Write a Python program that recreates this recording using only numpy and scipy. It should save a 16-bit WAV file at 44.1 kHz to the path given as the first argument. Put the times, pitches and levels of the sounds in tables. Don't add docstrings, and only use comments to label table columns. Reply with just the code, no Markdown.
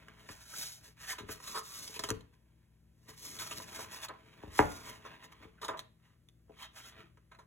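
import sys
import numpy as np
from scipy import signal
from scipy.fft import rfft, irfft, next_fast_len
from scipy.io import wavfile

SR = 44100
rng = np.random.default_rng(int(sys.argv[2]) if len(sys.argv) > 2 else 0)


def bounce(signal):
    frames = np.transpose(np.atleast_2d(signal))
    limited = np.clip(frames, -1, 1)
    pcm = np.round(limited * 32767).astype(np.int16)
    wavfile.write(sys.argv[1], SR, pcm)


N = 328986
TIME = np.arange(N) / SR

# frequency_hz, level_db
ROOM_NOISE = [(20, -79), (50, -49.5), (90, -46.5), (135, -54), (185, -58), (250, -57.5), (330, -60),
              (470, -68), (650, -69.5), (900, -79.5), (1800, -77), (3800, -82), (6000, -82.5),
              (11500, -80.5), (15500, -88)]
# frequency_hz, level_db
HUM_PARTIALS = [(59.5, -69.5), (119.8, -69), (161.5, -72), (217.7, -76), (325, -85)]

# time_s, level_db
FINGER_RUB = [(0.0, -56), (0.56, -95), (0.91, -96), (1.27, -59), (1.99, -76), (2.35, -76.5), (3.05, -86),
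              (3.26, -55.5), (3.91, -56), (4.2, -64), (4.45, -57.5), (4.71, -54.5), (5.77, -72),
              (5.88, -86.5), (6.44, -88), (6.77, -74), (7.21, -80), (7.46, -89.5)]
# hiss_db, sheen_db, sheet_db, drag_db
RUB_LAYERS_DB = (-10, -11, 9.5, 12.5)
# fastest_at_s, speeding_up_s,
# slowing_down_s, hiss_db, sheen_db (the sheen's level is this plus twice the hiss), sheet_db, drag_db
STROKES = [(.25, 0.13, 0.048, -60.5, -13, -49, -45), (.305, 0.038, 0.12, -49.5, -7, -44.5, -57),
           (0.551, 0.17, 0.14, -44, 6, -44, -48), (0.597, 0.043, 0.036, -32.5, 19, -39.5, -37.5),
           (0.664, 0.1, 0.1, -37, 0, -46, -52), (.875, 0.097, 0.049, -51, -4, -48, -45.5),
           (1.025, 0.036, 0.037, -42, -12, -36, -48), (1.109, 0.05, 0.048, -34, -15, -30.5, -47),
           (1.325, 0.034, 0.036, -38.5, 29.5, -39, -42), (1.52, 0.12, 0.065, -40, 0.5, -41, -38.5),
           (1.586, 0.068, 0.024, -34.5, -5, -52, -53), (1.746, 0.15, 0.2, -40.5, 4, -50, -51),
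           (1.841, 0.12, 0.084, -41, 5, -46, -40.5), (1.963, 0.036, 0.019, -37.5, -9, -36.5, -39),
           (2.06, 0.099, 0.098, -46, -10.5, -40.5, -43), (2.34, 0.016, 0.03, -69.5, -14, -56.5, -71),
           (3.06, 0.092, 0.047, -65, -19, -60.5, -52), (3.091, 0.015, 0.058, -48, -14.5, -43, -39),
           (3.25, 0.074, 0.24, -40.5, -5, -57, -44), (3.398, 0.0095, 0.089, -37, -22, -34.5, -34.5),
           (3.585, 0.16, 0.081, -40.5, 2, -44, -37), (3.811, 0.14, 0.06, -39.5, -5, -33.5, -38.5),
           (3.935, 0.033, 0.083, -41.5, -5, -35, -43), (4.045, 0.032, 0.02, -38, -7, -31, -50),
           (4.593, 0.06, 0.037, -36, -3, -34, -40), (4.74, 0.18, 0.21, -45.5, -2.5, -41, -41.5),
           (4.895, 0.088, 0.063, -48, -3, -38, -35), (5.07, 0.047, 0.21, -68, -10, -41.5, -48),
           (5.25, 0.022, 0.026, -54.5, -6, -46, -42), (5.324, 0.01, 0.015, -56, -10, -43.5, -67),
           (5.429, 0.035, 0.045, -65, -19.5, -42.5, -39.5), (5.809, 0.088, 0.049, -76, -20.5, -51, -48),
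           (6.059, 0.048, 0.091, -74, -7.5, -57, -69), (6.636, 0.064, 0.033, -49, -17, -37, -52),
           (6.778, 0.042, 0.065, -48, -8, -40, -55.5), (6.88, 0.092, 0.036, -49, -16.5, -43.5, -46),
           (6.999, 0.091, 0.061, -69, -16, -43.5, -40)]
STROKE_ENDS_DB, SWELL_POWER, FADE_POWER = -10, 1.4, 1.35
LAYER_SPEED_POWERS = (1.51, 1.25, 1.13, 1.8)
CRACKLE_PER_S, CRACKLE_DB = 220, -14
# frequency_hz, gain_db
HISS_COLOUR = [(900, -23), (2000, -10), (2800, -9.5), (3900, -2.5), (6500, -1), (8500, -6.5), (11000, -5),
               (15000, -13)]
SHEEN_COLOUR = [(4500, -26.5), (7500, -6.5), (9800, 3), (12000, 3.5), (15500, 2.5)]
SHEET_COLOUR = [(250, -29), (500, -13), (800, -3), (1100, -6), (1800, -2), (2600, -3), (3600, -7),
                (7000, -28)]
DRAG_COLOUR = [(40, -4), (90, 2.5), (160, 3), (280, 1), (480, -7.5), (700, -8.5), (1400, -35.5)]
# time_s, pitch_hz
SHEET_PITCH = [(0, 1500), (.65, 1400), (1.02, 1850), (1.13, 1750), (1.25, 1300), (1.55, 1100), (1.8, 1180),
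               (2.1, 950), (3.1, 1020), (3.45, 1350), (3.8, 1000), (4.1, 1150), (4.8, 1100), (5.2, 1050),
               (6.1, 1300), (6.63, 1050), (6.85, 1500), (7.4, 1150)]
# frequency_hz, width_hz, gain_db of the peak added to the plain sound
PAGE_RESONANCES = [(444.6, 40, 3), (645, 33, 4), (1025, 45, 3.5), (1250, 16, -8), (1830, 66, -10)]
PAGE_GAP_HZ, PAGE_GAP_WIDTH_HZ = 715, 67
STROKE_MIRROR, FLICK_MIRROR = .27, .45

# start_s, rise_s, decay_s,
# crack_db (edge), ping_hz (edge), flap_db (sheet), flap_hz (sheet)
FLICKS = [(.082, 0.0027, 0.0027, -51, 3130, -36, 1370), (.285, 0.0054, 0.011, -46.5, 4800, -33.5, 1350),
          (1.181, 0.0051, 0.019, -42, 3900, -31, 1350), (1.287, 0.00045, 0.018, -47.5, 4540, -32, 1390),
          (1.4, 0.0011, .006, -56, 4000, -37, 1100), (1.474, 0.001, 0.019, -39.5, 4060, -38.5, 1250),
          (1.539, 0.022, 0.023, -36.5, 4770, -27, 1040), (1.877, 0.0008, 0.005, -35, 4940, -39.5, 990),
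          (1.94, .002, 0.01, -40, 3030, -51, 1250), (1.992, 0.00069, 0.0073, -29, 4840, -27, 1170),
          (2.037, 0.00088, 0.008, -27.5, 2900, -23.5, 1220),
          (2.087, 0.0025, 0.0041, -31, 4110, -23.5, 1090), (2.094, 0.0013, 0.0028, -35, 6370, -27, 990),
          (2.1028, 0.0011, 0.0015, -19.5, 6460, -22.5, 1190), (2.107, 0.0016, 0.0078, -40, 6800, -29, 1250),
          (2.206, 0.003, 0.0037, -53, 3600, -45.5, 1030), (3.386, 0.0037, 0.0076, -38.5, 3390, -39, 1492),
          (3.462, 0.0018, 0.0059, -58, 3400, -37, 1300), (3.505, 0.011, 0.012, -34.5, 2730, -30.5, 1270),
          (3.597, 0.0048, 0.0043, -65, 4000, -32, 1000), (3.726, 0.0026, .008, -56, 3600, -36.5, 1110),
          (3.788, 0.0031, 0.0066, -49, 3600, -25, 880), (4.028, .003, 0.0063, -39.5, 3400, -41, 1400),
          (4.083, 0.0027, 0.0053, -42.5, 4060, -36, 1340), (4.092, 0.0021, 0.024, -79, 3000, -29, 1020),
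          (5.049, 0.0018, .008, -56, 6000, -34.5, 1040), (5.061, 0.00092, 0.0098, -52.5, 5900, -33.5, 1000),
          (5.613, 0.0054, 0.021, -43, 3810, -34.5, 1170), (5.626, 0.0057, 0.0089, -46, 4000, -27.5, 1110),
          (5.639, 0.0098, 0.012, -37, 4010, -28, 950), (5.681, 0.0012, 0.005, -35.5, 3640, -28.5, 1290),
          (5.686, 0.0028, 0.019, -44.5, 3450, -19.5, 970), (5.728, 0.011, 0.024, -72, 3040, -29, 915),
          (5.77, .004, 0.029, -50, 3270, -51, 1500), (5.7924, 0.00055, 0.00076, -27, 3230, -23, 1697),
          (5.795, 0.0034, 0.0067, -41.5, 3320, -45, 1720), (6.286, 0.0013, 0.0028, -52.5, 3530, -56, 980),
          (6.476, 0.0054, .012, -81, 3020, -53.5, 620), (6.494, 0.0018, 0.019, -74, 3020, -41.5, 520),
          (7.171, 0.0022, 0.0084, -66, 3000, -48.5, 1205), (7.312, 0.0065, 0.022, -62, 4110, -42.5, 1236),
          (7.345, 0.005, 0.0084, -64, 4000, -46.5, 1300), (7.386, 0.0035, 0.02, -58.5, 4100, -42, 1060)]
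# frequency_hz, gain_db
CRACK_COLOUR = [(700, -9), (1800, -6.5), (3500, -1.5), (6800, -2.5), (10000, -5), (13000, -12.5),
                (16000, -15.5)]
# multiple_of_flap_pitch, gain_db
FLAP_COLOUR = [(.08, -21), (0.201, -9.5), (.33, -6), (.5, -2.5), (.7, -2.5), (1, 2), (1.35, -2),
               (1.848, -5.5), (2.999, -20), (5.999, -44)]

# time_s, blow_db, softness_corner_hz, cover_db, cover_pitch_hz
BLOWS = [(0.292, -28, 258, -45.5, 425), (1.199, -44, 328, -39, 377), (1.225, -44, 258, -37, 372),
         (1.287, -44.5, 600, -38.5, 418), (1.89, -60, 900, -50, 428), (1.958, -54.5, 698, -44, 424),
         (1.989, -44, 500, -41.5, 403), (2.035, -61.5, 1503, -41, 390), (2.085, -58, 1200, -38.5, 425),
         (2.103, -48, 450, -24.5, 426), (4.431, -25.5, 415, -49.5, 410.5), (4.45, -30, 110, -51, 400),
         (4.467, -21, 130, -42.5, 400), (4.5884, -8, 5070, -23.5, 448), (4.5952, -21.5, 1620, -29, 443.6),
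         (5.446, -46, 502, -45, 428), (5.689, -53, 450, -41, 444), (6.491, -49, 800, -50.5, 443),
         (7.029, -61, 495, -55, 316)]
# frequency_hz, relative_db
THUD_COLOUR = [(24, -58.5), (40, -17), (90, -5.5), (160, -25.5), (235, -17), (320, -3), (500, -2),
               (650, -4), (850, 5), (1300, -4), (1850, -4.5), (2650, -13.5), (3800, -23), (7000, -41)]
# frequency_hz, level_db (added to the blow), t60_s
TABLE_MODES = [(39.18, -52.5, .7), (88, -27.5, .38), (233, -33, 0.22), (308, -24.5, 0.28),
               (490, -28.5, 0.22), (562.3, -29.5, 0.23), (607, -29, 0.33), (712, -33, 0.39),
               (760.6, -24.5, .23), (850, -25, 0.29), (890, -29.5, .2), (988, -24, 0.17), (1126, -38, .3),
               (1254, -29.5, 0.25), (1427, -33, 0.31), (1426, -35.5, 0.74), (1760, -32, .22),
               (2060, -41, .4), (2090, -39, .5)]
# multiple_of_cover_pitch, level_db (added to cover_db), t60_s before relaxation
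COVER_MODES = [(.27, -11.5, .13), (.48, -20, .08), (.64, -9, 0.09), (.76, -10.5, .06), (.92, -8, .09),
               (1, -1, .11), (1.96, -6, .06)]
COVER_SHARP, COVER_RELAX_S = .13, .012

# loudest_at_s, half_length_s, level_db, pitch_hz, glide_octaves_per_s
JUDDERS = [(.54, 0.013, -52.5, 1350, 1), (1.108, 0.02, -42.5, 1810, -1.1),
           (1.136, 0.0082, -45, 1020, -0.28), (1.49, 0.07, -56.5, 1070, -0.37),
           (1.573, 0.026, -37, 1086, -1.1), (1.76, 0.09, -59.5, 1118, -1.1),
           (1.966, 0.0098, -46.5, 2570, 0.35), (3.41, 0.036, -55.5, 1527, -2.2),
           (3.795, 0.034, -58, 1400, -3.3), (5.587, 0.01, -63.5, 1480, 0.25), (6.635, 0.041, -52, 3200, 0),
           (6.85, 0.066, -59, 3300, 0.71)]
# multiple_of_pitch, gain_db
JUDDER_RESONANCES = [(.42, -10), (1.002, 5.5), (1.145, -0.5), (1.65, -11.5)]
JUDDER_WIDTH = 0.044

# delay_s, level_db
NEAR_ECHOES = [(.0031, -15), (.0052, -18.5), (.0074, -17.5), (.0093, -11.5), (0.0117, -15.5),
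               (.0166, -23.5)]
# frequency_hz, t60_s
TAIL_T60 = [(80, .42), (300, .36), (1000, .28), (3000, .34), (7000, .25), (15000, .16)]
# frequency_hz, level_db
TAIL_LEVEL = [(80, 2), (300, -3), (1000, -5.5), (3000, -9), (7000, -24), (15000, -15.5)]
ROOM_APART = 1.2

# frequency_hz, lead_rad
PORT_LEAD = [(0, 0), (130, .3), (300, 0), (620, -1.4), (1000, -1.1), (1400, 0), (2500, 1.5), (3600, 1.4),
             (4750, 3.14), (9050, 9.42), (13300, 15.7), (16000, 19.7)]
# frequency_hz, difference_db
PORT_LEVEL = [(80, 1.5), (170, 5), (400, 8), (600, 1.5), (850, -1.5), (2400, -2), (3400, 0), (6000, 0)]
EDGE_HZ = 16050


def gain_of(db):
    return 10 ** (np.asarray(db) / 20)


def evened(x):
    return x / np.sqrt(np.mean(x ** 2) + 1e-20)


def read(points, hz):
    f, value = np.transpose(points)
    return np.interp(np.log(hz + 1), np.log(f + 1), value)


def add(mix, s, sound):
    part = mix[max(round(s * SR), 0):][:len(sound)]
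    part += sound[:len(part)]


def colour(x, spectrum, size=4096):
    hz = abs(np.fft.fftfreq(size, 1 / SR))
    log_gain = np.log(gain_of(read(spectrum, hz)))
    kernel = np.fft.ifft(np.exp(np.conj(signal.hilbert(log_gain)))).real
    return signal.oaconvolve(x, kernel[:size // 2])[:len(x)]


def wander(rate_hz):
    hz = np.fft.rfftfreq(N, 1 / SR)
    smooth = rfft(rng.standard_normal(N)) * np.exp(-(hz / rate_hz) ** 2)
    return evened(irfft(smooth, N))


def resonate(x, hz, width):
    turn = np.exp(2j * np.pi * np.cumsum(hz * np.ones(len(x))) / SR)
    r = np.exp(-np.pi * width / SR)
    envelope = signal.lfilter([1 - r], [1, -r], x / turn + 1e-18)
    return 2 * (turn * envelope).real


def slips(per_s, spread_db):
    size = gain_of(spread_db * np.minimum(rng.exponential(1, N), 4))
    let_go = rng.random(N) < per_s / SR
    return evened(size * rng.choice([-1., 1.], N) * let_go)


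def stillness(apart=0.27):
    shared = colour(rng.standard_normal(N), ROOM_NOISE)
    unlike = colour(rng.standard_normal(N), ROOM_NOISE)
    unlike = apart * signal.lfilter(*signal.butter(1, 200, "high", fs=SR), unlike)
    hum = np.zeros(N)
    for hz, db in HUM_PARTIALS:
        hum += gain_of(db + 1.8 * wander(3)) * np.sin(2 * np.pi * hz * TIME + .4 * wander(2))
    return np.array([shared + unlike, shared - unlike]) + hum


def stroke_speed(t, speeding_s, slowing_s):
    before = np.maximum(-t, 0) / speeding_s
    after = np.maximum(t, 0) / slowing_s
    return gain_of(STROKE_ENDS_DB * (before ** SWELL_POWER + after ** FADE_POWER))


def friction():
    rub_db = np.interp(TIME, *np.transpose(FINGER_RUB))
    power = np.outer(gain_of(RUB_LAYERS_DB), gain_of(rub_db)) ** 2
    for s, speeding_s, slowing_s, hiss_db, sheen_db, sheet_db, drag_db in STROKES:
        during = slice(*np.searchsorted(TIME, [s - 3 * speeding_s, s + 3 * slowing_s]))
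        speed = stroke_speed(TIME[during] - s, speeding_s, slowing_s)
        for layer, db in enumerate([hiss_db, hiss_db + sheen_db, sheet_db, drag_db]):
            power[layer, during] += (gain_of(db) * speed ** LAYER_SPEED_POWERS[layer]) ** 2
    return 10 * np.log10(power)


def pages(x):
    x = signal.lfilter(*signal.iirnotch(PAGE_GAP_HZ, PAGE_GAP_HZ / PAGE_GAP_WIDTH_HZ, SR), x)
    out = x.copy()
    for hz, width, db in PAGE_RESONANCES:
        out += gain_of(db) * signal.lfilter(*signal.iirpeak(hz, hz / width, SR), x)
    return out


def off_table(x, delay_s, drift, share):
    late = delay_s * np.exp(drift * wander(1.5))
    mirrored = np.interp(TIME - late, TIME, x)
    return (x + share * mirrored) / np.hypot(1, share)


def sliding():
    hiss_db, sheen_db, sheet_db, drag_db = friction()
    grip = gain_of(2.0 * wander(28) + 1.1 * wander(300))
    fine = grip * slips(per_s=5000, spread_db=0.55)
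    coarse = grip * slips(per_s=1500, spread_db=2.0)
    glossy = grip * slips(per_s=22000, spread_db=-1.5)
    crackle = gain_of(CRACKLE_DB) * slips(per_s=CRACKLE_PER_S, spread_db=1.0)
    hiss = colour((fine + crackle) * gain_of(hiss_db), HISS_COLOUR)
    sheen = colour(glossy * gain_of(hiss_db + sheen_db), SHEEN_COLOUR)
    sheet = pages(colour((coarse + 2 * crackle) * gain_of(sheet_db - 5.0), SHEET_COLOUR))
    singing = resonate(sheet, np.interp(TIME, *np.transpose(SHEET_PITCH)), width=160)
    sheet = sheet + gain_of(-1.5) * singing
    drag = pages(colour(slips(per_s=900, spread_db=2.0) * gain_of(drag_db - 3.5), DRAG_COLOUR))
    paper = off_table(hiss + sheen + sheet, delay_s=0.000905, drift=.25, share=STROKE_MIRROR)
    return gain_of(0.1) * (paper + drag)


def flicking(size=7000):
    edge, sheet, t = np.zeros(N), np.zeros(N), np.arange(size) / SR
    scrape = slips(per_s=15000, spread_db=0.0)
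    flutter = slips(per_s=14000, spread_db=-0.2)
    for k, (s, rise, decay, crack_db, ping_hz, flap_db, flap_hz) in enumerate(FLICKS):
        burst = np.minimum(t / rise, 1) * np.exp(-np.maximum(t - rise, 0) / decay)
        crack = colour(burst * scrape[k * size:][:size], CRACK_COLOUR)
        ping = gain_of(7.5) * resonate(crack, ping_hz, width=490)
        add(edge, s, gain_of(crack_db) * (crack + ping))
        shape = [(factor * flap_hz, db) for factor, db in FLAP_COLOUR]
        flap = colour(burst * flutter[k * size:][:size], shape)
        add(sheet, s, gain_of(flap_db) * flap)
    edge = off_table(edge, delay_s=.0004, drift=0.33, share=FLICK_MIRROR)
    return gain_of(-1.15) * edge + gain_of(-2.0) * pages(sheet)


def ring(modes, t):
    return sum(gain_of(db - 60 * t / t60) * np.sin(2 * np.pi * hz * t) for hz, db, t60 in modes)


def knocking(spread_s=0.0047, settle_s=0.01, settle_db=-29, size=32768):
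    t, hz = np.arange(size) / SR, np.fft.rfftfreq(size, 1 / SR)
    lead_s = .01
    bending = np.exp(-4j * np.pi * spread_s * np.sqrt(1000 * hz) - 2j * np.pi * hz * lead_s)
    thud = gain_of(read(THUD_COLOUR, hz)) * bending
    thud /= abs(irfft(thud)).max()
    table = rfft(ring(TABLE_MODES, t)) * bending
    relaxing = t + COVER_SHARP * COVER_RELAX_S * (1 - np.exp(-t / COVER_RELAX_S))
    out = np.zeros(N)
    for s, db, soft_hz, cover_db, cover_hz in BLOWS:
        patter = rng.standard_normal(size) * t / settle_s * np.exp(-t / settle_s)
        settling = rfft(gain_of(settle_db) * patter)
        modes = [(factor * cover_hz, part_db, t60) for factor, part_db, t60 in COVER_MODES]
        cover = rfft(ring(modes, relaxing)) * bending
        blow = gain_of(db) * (thud * (1 + settling) + table) + gain_of(cover_db) * cover
        softness = 1 / (1 + 1j * hz / soft_hz) ** 2
        add(out, s - lead_s, irfft(blow * softness))
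    return out


def scraping(size=16384):
    out, t = np.zeros(N), (np.arange(size) - size // 2) / SR
    catches = slips(per_s=900, spread_db=2.0)
    for k, (s, half_s, db, hz, glide) in enumerate(JUDDERS):
        speed = stroke_speed(t, half_s, half_s)
        pitch = hz * 2 ** (glide * t)
        clicks = catches[k * size:][:size]
        tone = np.zeros(size)
        for factor, part_db in JUDDER_RESONANCES:
            part = resonate(clicks, factor * pitch, JUDDER_WIDTH * factor * hz)
            tone += gain_of(part_db) * part / np.sqrt(factor)
        tone = signal.lfilter(*signal.butter(2, [hz / 4, 2 * hz], "band", fs=SR), tone)
        add(out, s + t[0], gain_of(db) * speed * evened(tone))
    return out


def room_tail(size=24000, count=1200):
    taps = np.zeros(size)
    places = np.arange(count) * (size // count) + rng.integers(0, size // count, count)
    taps[places] = rng.choice([-1., 1.], count)
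    taps *= np.minimum(np.arange(size) / SR / 0.05, 1)
    hz, t, z = signal.stft(taps, SR, nperseg=256)
    decay = gain_of(-60 * t / read(TAIL_T60, hz)[:, None])
    level = gain_of(read(TAIL_LEVEL, hz))[:, None]
    decay *= level / np.sqrt(count * np.mean(decay ** 2, 1, keepdims=True))
    return signal.istft(z * decay, SR)[1][:size]


def room(x, apart=ROOM_APART, aside=0.18):
    dull = signal.lfilter(*signal.butter(1, 5000, fs=SR), x)
    shared = x + signal.oaconvolve(x, room_tail())[:N] / np.hypot(1, apart)
    unlike = apart * signal.oaconvolve(x, room_tail())[:N] / np.hypot(1, apart)
    for k, (s, db) in enumerate(NEAR_ECHOES):
        add(shared, s, gain_of(db) * dull)
        add(unlike, s, (-1) ** k * aside * gain_of(db) * dull)
    unlike = signal.lfilter(*signal.butter(1, 300, "high", fs=SR), unlike)
    return np.array([shared + unlike, shared - unlike])


def scene():
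    book = sliding() + flicking() + knocking() + scraping()
    return stillness() + room(book)


def record(dry):
    size = next_fast_len(N + SR // 10)
    hz = np.fft.rfftfreq(size, 1 / SR)
    lead = np.interp(hz, *np.transpose(PORT_LEAD))
    balance = gain_of(read(PORT_LEVEL, hz))
    ports = np.array([balance, np.exp(-1j * lead)]) / np.sqrt((1 + balance ** 2) / 2)
    heard = irfft(rfft(dry, size) * ports, size)[:, :N]
    heard = signal.sosfilt(signal.butter(6, 35, "high", fs=SR, output="sos"), heard)
    band_limit = signal.firwin(511, EDGE_HZ, window=("kaiser", 9), fs=SR)
    return signal.oaconvolve(heard, band_limit[None], "same")


dry = scene()
out = record(dry)
bounce(out)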